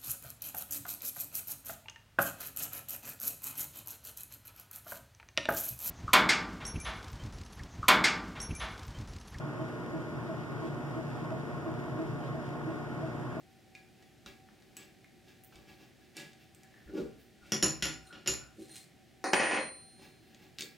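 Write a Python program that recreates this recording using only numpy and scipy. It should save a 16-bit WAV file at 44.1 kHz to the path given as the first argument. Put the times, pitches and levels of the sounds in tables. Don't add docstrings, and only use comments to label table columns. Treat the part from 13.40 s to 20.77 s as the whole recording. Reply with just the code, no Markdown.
import sys
import numpy as np
from scipy import signal
from scipy.fft import rfft, irfft
from scipy.io import wavfile

SR = 44100
rng = np.random.default_rng(int(sys.argv[2]) if len(sys.argv) > 2 else 0)


def wav_out(sig):
    wavfile.write(sys.argv[1], SR, np.round(np.clip(np.atleast_2d(sig).T, -1, 1) * 32767).astype(np.int16))


N = 325017

# frequency in Hz, gain in dB, T60 in seconds.
BENCH_MODES = [(147.8, 2.5, 0.067), (240, 12, 0.014), (320, -5.5, 0.18), (380, 2, 0.12), (442, -2.5, 0.048),
               (569, -4, 0.063), (785, 3.5, 0.031), (1057, 4.5, 0.0087), (1460, -8.5, 0.19),
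               (1890, -7.5, 0.013), (1903, 10.5, 0.0077), (2160, 8, 0.0081), (2523, 10, 0.013),
               (2940, 7.5, 0.0067)]
# frequency in Hz, gain in dB, T60 in seconds.
VISE_MODES = [(1043, -22, 0.23), (1432, 13, 0.057), (1690, -22, 0.053), (2330, 14.5, 0.016),
              (2820, 6, 0.024), (2940, -24, 0.039), (3410, 10.5, 0.0067), (5070, -38, .1),
              (5260, 12.5, 0.018), (5720, 21, 0.0092), (6120, 6.5, 0.015), (7030, 19, 0.013),
              (7130, 5, 0.028), (6965, 15.5, 0.013), (7330, 7, 0.022), (10230, 14.5, 0.032),
              (11000, 9, 0.016), (11250, 11.5, 0.017), (11700, 16.5, 0.0042)]


def undb(db):
    return 10 ** (np.asarray(db) / 20)


def unit_rms(x):
    return x / np.sqrt(np.mean(x ** 2))


def at_hz(hz, table):
    points_hz, values = np.transpose(table)
    return np.interp(np.log(hz), np.log(points_hz), values)


def envelope(rows):
    times_s, db = np.transpose(rows)
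    return undb(np.interp(np.arange(N) / SR, times_s, db, left=-200, right=-200))


def strokes(starts_s, holds_s, levels_db, rise_db_s, fall_db_s):
    t, gain = np.arange(N) / SR, 0
    for start, hold, db, rise in np.broadcast(starts_s, holds_s, levels_db, rise_db_s):
        before_s, after_s = np.maximum(start - t, 0), np.maximum(t - start - hold, 0)
        gain = gain + undb(db - abs(rise) * before_s - fall_db_s * after_s)
    return gain


def band(x, lo_hz, hi_hz, order=2):
    sos = signal.butter(order, [lo_hz, min(hi_hz, .45 * SR)], "band", fs=SR, output="sos")
    return signal.sosfilt(sos, x)


def ring(force, modes):
    out = 0
    for hz, db, t60_s in modes:
        pole = np.exp(2j * np.pi * hz / SR - np.log(1000) / (t60_s * SR))
        out = out + undb(db) * signal.lfilter([1], [1, -pole], force).imag
    return out


def grains(size, rate_hz, scatter_db):
    hit, sign, weight = rng.random((3, size))
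    return (hit < rate_hz / SR) * np.sign(sign - .5) * undb(-scatter_db * np.log(weight))


def chatter(decay_s, size):
    force = np.clip(.19 * grains(size, 6000, .85), -.6, .6)
    force *= np.exp(-np.arange(size) / SR / decay_s)
    force[0] = 1
    return force


def add(out, start_s, x, peak_db):
    i = int(start_s * SR)
    x = x[:N - i]
    out[i:i + len(x)] += x * undb(peak_db) / np.max(np.abs(x))


def fan():
    # frequency in Hz, relative density in dB.
    spectrum = [(15, -47), (25, -20), (114, -4.5), (170, -5.5), (195, -5), (242, -4), (263, -10),
                (354, -5.5), (489, -18), (624, -15), (775, -19), (988, -31), (1790, -19.5), (4250, -25.5),
                (16000, -38.5)]
    # frequency in Hz, left-right correlation.
    correlation = [(30, 0.067), (100, 0.67), (300, 0.32), (1500, 0.79), (5000, 0.78), (12000, 0.98)]
    # centre in Hz, width in Hz, level in dB.
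    hums = [(58, 2.6, -87), (125.8, 3.8, -77.5), (364, 8.4, -75), (763, 4.8, -72)]
    hz = np.maximum(np.fft.rfftfreq(N, 1 / SR), 1)
    alike = at_hz(hz, correlation)
    noise = rfft(rng.standard_normal((2, N))) * undb(at_hz(hz, spectrum))
    mid, side = noise * np.sqrt([1 + alike, 1 - alike])
    air = unit_rms(irfft(np.array([mid + side, mid - side]), N)) * undb(-61.5)
    hum = sum(undb(db) * unit_rms(band(rng.standard_normal(N), f - width / 2, f + width / 2, order=1))
              for f, width, db in hums)
    return air + hum


def wire_ticks():
    # start in seconds, click level in dB, centre in Hz, tone share 0-1, jaw ping in Hz,
    # ping and bench knock in dB re the click.
    ticks = [(0.3512, -40.5, 3000, 0.22, 2410, -1, -14), (0.626, -49.5, 3400, .3, 1980, -5.5, -15),
             (0.8617, -36, 3940, 0.89, 1420, -6, -14), (1.088, -53.5, 1390, .3, 1840, -8, -15),
             (1.2233, -49, 3250, .1, 1650, -8, -13), (1.368, -31, 7900, 1, 2580, -12, -35),
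             (1.6443, -52, 2320, .3, 2157, 4.5, -19), (2.0373, -39, 14200, .3, 2330, -30, -36),
             (2.047, -38.5, 15600, .3, 1780, -28, -35), (2.124, -52, 3000, .2, 1374, 1.5, -21),
             (2.1573, -41, 3620, .3, 2350, -14, -25), (2.7683, -29.5, 5640, 0.44, 1670, -24, -13),
             (2.9324, -46.5, 3760, .4, 1800, -16, -18), (3.1482, -44.5, 8400, 0.81, 2540, -17, -23),
             (3.234, -43, 5940, .2, 2010, -13, -14), (5.295, -43, 5000, .1, 1710, -12, -5),
             (6.947, -42, 3600, .1, 1640, -16, -14), (7.1859, -25.5, 3580, .1, 2340, -29, -32),
             (7.1938, -30, 3780, .15, 2090, -14, -19), (7.2084, -21, 4560, .15, 2285, -18, -31),
             (7.222, -22.5, 3920, .1, 3300, -20, -24)]
    out = np.zeros(N)
    edge_ratio, ping_t60_s = 2 ** .7, .035
    for start_s, db, hz, tone_share, ping_hz, ping_db, knock_db in ticks:
        force = chatter(decay_s=.0048, size=SR // 4)
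        click = unit_rms(band(force, hz / edge_ratio, hz * edge_ratio))
        tone = unit_rms(ring(force, [(hz, 0, .03)]))
        ping = ring(force, [(ping_hz, 0, ping_t60_s), (1.12 * ping_hz, -4, ping_t60_s)])
        add(out, start_s, click + tone_share * tone, db)
        add(out, start_s, ping, db + ping_db)
        add(out, start_s, ring(force, BENCH_MODES[:7]), db + knock_db)
    return out


def rubbing():
    # start and hold in seconds, level in dB, rise in dB/s, hiss and rumble in dB re the level.
    rubs = [(.352, .002, -62.5, 3000, -25, -12), (0.596, 0.048, -71, 400, -12, 2),
            (0.862, .01, -55, 3000, -15, -0.5), (1.09, 0.32, -78, 1000, -7, 7),
            (1.37, 0.048, -58.5, 3000, -16, -2), (1.648, .002, -83, 2000, -20, -9),
            (1.884, .002, -61.5, 700, -13, -0.5), (2.13, .06, -64.5, 1500, -12, 4.5),
            (2.287, 0.021, -60.5, 700, -12.5, 0), (2.408, 0.02, -65, 500, -10, 4.5),
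            (2.62, .02, -70.5, 300, -10, -15), (2.779, 0.011, -47.5, 674, -32, -1.5),
            (3.016, .002, -65.5, 300, -10, -4), (3.182, 0.32, -73, 400, -9, 0),
            (3.575, .002, -53, 404, -16, 8), (3.798, 0.015, -71, 500, 1, -11),
            (4.058, 0.062, -63.5, 294, -34, 0.5), (6.59, 0.009, -66.5, 1000, -18, 8),
            (6.626, 0.018, -60, 1000, -12, -1.5), (6.852, 0.092, -72, 300, -7, 0),
            (7.018, 0.027, -65, 298, -10, 3), (7.188, 0.018, -49.5, 3000, -6, -14)]
    # centre in Hz, width in Hz, gain in dB.
    peaks = [(1675, 19, 1.5), (2020, 180, -3), (2354, 90, 0.5), (2685, 170, 1.5), (3240, 1170, 3.5),
             (4830, 1000, -3)]
    friction = grains(N, rate_hz=3700, scatter_db=1.27)
    rub = sum(undb(db) * unit_rms(band(friction, hz - width / 2, hz + width / 2, order=1))
              for hz, width, db in peaks)
    hiss = band(friction, 7900, .45 * SR)
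    rumble = ring(friction, BENCH_MODES[:8])
    start_s, hold_s, db, rise_db_s, hiss_db, rumble_db = np.transpose(rubs)
    return sum(unit_rms(layer) * strokes(start_s, hold_s, db + offset_db, rise_db_s, fall_db_s=173)
               for layer, offset_db in [(rub, 0), (hiss, hiss_db), (rumble, rumble_db)])


def leg_thumps():
    # start in seconds, peak in dB.
    jolts = [(0.862, -59), (2.15, -58), (3.457, -51.5), (3.619, -51), (4.019, -60), (4.229, -43),
             (4.424, -42.5), (4.892, -46), (5.199, -71), (5.935, -58)]
    # frequency in Hz, gain in dB, T60 in seconds.
    leg_modes = [(39, -17, 0.233), (62, 32, 0.71)]
    out = np.zeros((2, N))
    push = np.append(np.hanning(SR // 150), np.zeros(SR // 2))
    for channel, detune in zip(out, (.96, 1.04)):
        thump = ring(push, [(hz * detune, db, t60_s) for hz, db, t60_s in leg_modes])
        for start_s, peak_db in jolts:
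            add(channel, start_s, thump, peak_db)
    return out


def vise_screw():
    # time in seconds, level in dB.
    grip = [(3.23, -79), (3.252, -56), (3.296, -79), (3.38, -63), (3.476, -70), (3.5, -59)]
    # start and hold in seconds, level in dB.
    slips = [(3.493, .002, -51.5), (3.551, 0.063, -36), (5.195, 0.025, -49.5), (7.209, 0.034, -54)]
    # start and hold in seconds, level in dB.
    slides = [(3.5, .002, -64), (3.587, .01, -57), (4.026, 0.016, -64.5), (4.452, .002, -43),
              (4.704, 0.048, -58), (5.014, 0.011, -56)]
    bench = ring(grains(N, rate_hz=300, scatter_db=1.46), BENCH_MODES[1:6])
    groan = band(bench, 176, 535, order=4)
    bar = ring(grains(N, rate_hz=1500, scatter_db=2.1), VISE_MODES[1:2])
    squeak = ring(grains(N, rate_hz=1500, scatter_db=5.2), [(1790, 0, .024)])
    return (unit_rms(squeak) * envelope(grip)
            + unit_rms(groan) * strokes(*np.transpose(slips), rise_db_s=698, fall_db_s=450)
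            + unit_rms(bar) * strokes(*np.transpose(slides), rise_db_s=504, fall_db_s=166))


def handle_clanks():
    # start in seconds, level in dB, chatter decay in seconds, bench thud in dB,
    # treble slope in dB/octave, accented bar ring in Hz, its lift in dB.
    clanks = [(4.12, -12, .028, 2, 0, 5710, 6.5), (4.2262, -7.5, 0.038, 0, 0, 6750, 8),
              (4.4239, -8, 0.045, -8, -4.5, 7300, 10), (4.455, -22.5, 0.015, 6, 4.5, 7150, -4),
              (4.7273, -28.5, 0.065, -2.5, -13, 3470, 2.5), (4.8606, -20.5, 0.036, -1, -9.5, 4800, 7),
              (4.8745, -11.5, 0.038, -3, 2, 7130, 14)]
    # band edges in Hz, and each band's peak in dB re the clank level.
    edges_hz = [90, 650, 1700, 2800, 4300, 5400, 6400, 7050, 8300, 8800, 13500]
    shares_db = [-16.5, -19, -18.5, -12.5, -16, -14, -20, -27.5, -50, -18.5]
    out = np.zeros(N)
    click_db, lift_octaves = -11.5, .11
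    for start_s, db, decay_s, thud_db, slope_db_oct, accent_hz, lift_db in clanks:
        force = chatter(decay_s, size=SR // 2)
        seating = rng.standard_normal((len(VISE_MODES), 2))
        modes = [(hz * (1 + .006 * shift), gain_db + 3 * weight, t60_s)
                 for (hz, gain_db, t60_s), (shift, weight) in zip(VISE_MODES, seating)]
        body = ring(force, modes) + undb(5.5) * ring(force, BENCH_MODES) + undb(34) * force
        click = band(chatter(decay_s=.0031, size=SR // 20), 1500, 6500)
        add(out, start_s, click, db + click_db + slope_db_oct)
        for lo_hz, hi_hz, share_db in zip(edges_hz, edges_hz[1:], shares_db):
            hz = np.sqrt(lo_hz * hi_hz)
            tilt_db = slope_db_oct * max(np.log2(hz / 2800), 0)
            accent_db = lift_db * np.exp(-(np.log2(hz / accent_hz) / lift_octaves) ** 2)
            peak_db = db + share_db + tilt_db + accent_db + thud_db * (lo_hz < edges_hz[2])
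            add(out, start_s, band(body, lo_hz, hi_hz, order=3), peak_db)
    return out


def punch_pull(modes_hz):
    # start and hold in seconds, ring level in dB, scrape level in dB.
    tugs = [(4.674, 0.0018, -61.5, -66), (5.224, 0.0015, -62, -61.5), (5.31, .003, -54, -76),
            (5.364, 0.014, -58, -53.5)]
    start_s, hold_s, ring_db, scrape_db = np.transpose(tugs)
    friction = grains(N, rate_hz=2700, scatter_db=2.9)
    damped_ring = unit_rms(ring(friction, [(modes_hz[0], 0, .05), (modes_hz[1], -2, .05)]))
    scrape = unit_rms(band(friction, 1670, 10200))
    return (damped_ring * strokes(start_s, hold_s, ring_db, rise_db_s=904, fall_db_s=610)
            + scrape * strokes(start_s, hold_s, scrape_db, rise_db_s=246, fall_db_s=220))


def wood_knock(force, top_hz):
    wood = ring(force, BENCH_MODES[5:]) + undb(-11) * ring(force, BENCH_MODES[:5]) + undb(24) * force
    return band(wood, 238, top_hz, order=3)


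def contact_crack(force):
    return band(force + undb(-35) * ring(force, [(6200, 0, .017)]), 4030, 6760, order=3)


def punch_drop(modes_hz):
    # start in seconds, knock in dB, chatter decay in seconds, knock's upper edge in Hz,
    # crack and bright edge in dB re the knock, low and high ring in dB.
    landings = [(5.841, -23, 0.035, 1790, -5.5, -12, -52.5, -47.5),
                (5.934, -11.5, 0.0053, 2820, -3, -16.5, -59, -36.5),
                (5.998, -27, 0.03, 2700, -5, -35, -56, -39), (6.112, -22, 0.011, 3130, -16, -33, -52, -41),
                (6.175, -21.5, 0.015, 2720, -22, -44, -47, -43.5)]
    t60s_s = [1.6, .9]
    # time in seconds, level in dB.
    rocking = [(5.93, -47), (5.934, -18.5), (5.952, -33), (5.994, -33.5), (6.0, -28), (6.09, -37.5),
               (6.122, -31.5), (6.184, -35.5), (6.3, -56)]
    out = np.zeros(N)
    ends_s = [row[0] for row in landings[1:]] + [N / SR]
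    for landing, end_s in zip(landings, ends_s):
        start_s, knock_db, decay_s, top_hz, crack_db, edge_db, *rings_db = landing
        force = chatter(decay_s, size=SR + SR // 2)
        edge = band(chatter(decay_s=.0033, size=SR // 20), 7000, 16000)
        add(out, start_s, wood_knock(force, top_hz), knock_db)
        add(out, start_s, contact_crack(force), knock_db + crack_db)
        add(out, start_s, edge, knock_db + edge_db)
        t = np.arange(len(force)) / SR
        gate = np.clip(np.minimum(end_s - start_s - t, t) / .003, 0, 1)
        for hz, t60_s, db in zip(modes_hz, t60s_s, rings_db):
            tone = np.sin(2 * np.pi * hz * t) * np.exp(-np.log(1000) * t / t60_s)
            add(out, start_s, tone * gate, db)
    taps = np.clip(grains(N, rate_hz=4000, scatter_db=5), -5, 5)
    rattle = unit_rms(wood_knock(taps, top_hz=4050)) + undb(-16) * unit_rms(contact_crack(taps))
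    return out + rattle * envelope(rocking)


def room(x):
    # frequency in Hz, T60 in seconds.
    decay = [(100, 0.51), (500, 0.43), (2000, 0.36), (6000, 0.28), (14000, 0.27)]
    # frequency in Hz, side level in dB re mid.
    width = [(60, -2.5), (250, -7.5), (1000, -4), (2500, -7), (6000, -9.5), (14000, -9.5)]
    wet_db, onset_s = -1.5, .0038
    t = np.arange(SR // 2) / SR
    noise, tails = rng.standard_normal((2, len(t))), 0
    for hz in 62.5 * 2 ** np.arange(9):
        fade = np.exp(-np.log(1000) * t / at_hz(hz, decay))
        mid_side_gain = undb([[0], [at_hz(hz, width)]])
        tails = tails + band(noise, hz / np.sqrt(2), hz * np.sqrt(2)) * fade * mid_side_gain
    tails = tails * np.clip(t / onset_s, 0, 1) / np.sqrt(np.sum(tails[0] ** 2))
    mid, side = (signal.fftconvolve(x, tail)[:N] * undb(wet_db) for tail in tails)
    return x + mid + side * np.array([[1], [-1]])


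def scene():
    punch_hz = [4177, 9135]
    work = handle_clanks() + punch_drop(punch_hz) + punch_pull(punch_hz)
    work += vise_screw() + wire_ticks() + rubbing()
    work = band(work, 126, 19000, order=3)
    return room(work) + leg_thumps() + fan()


def record(dry):
    return signal.sosfilt(signal.ellip(10, .2, 80, 15900, fs=SR, output="sos"), dry)


dry = scene()
out = record(dry)
wav_out(out)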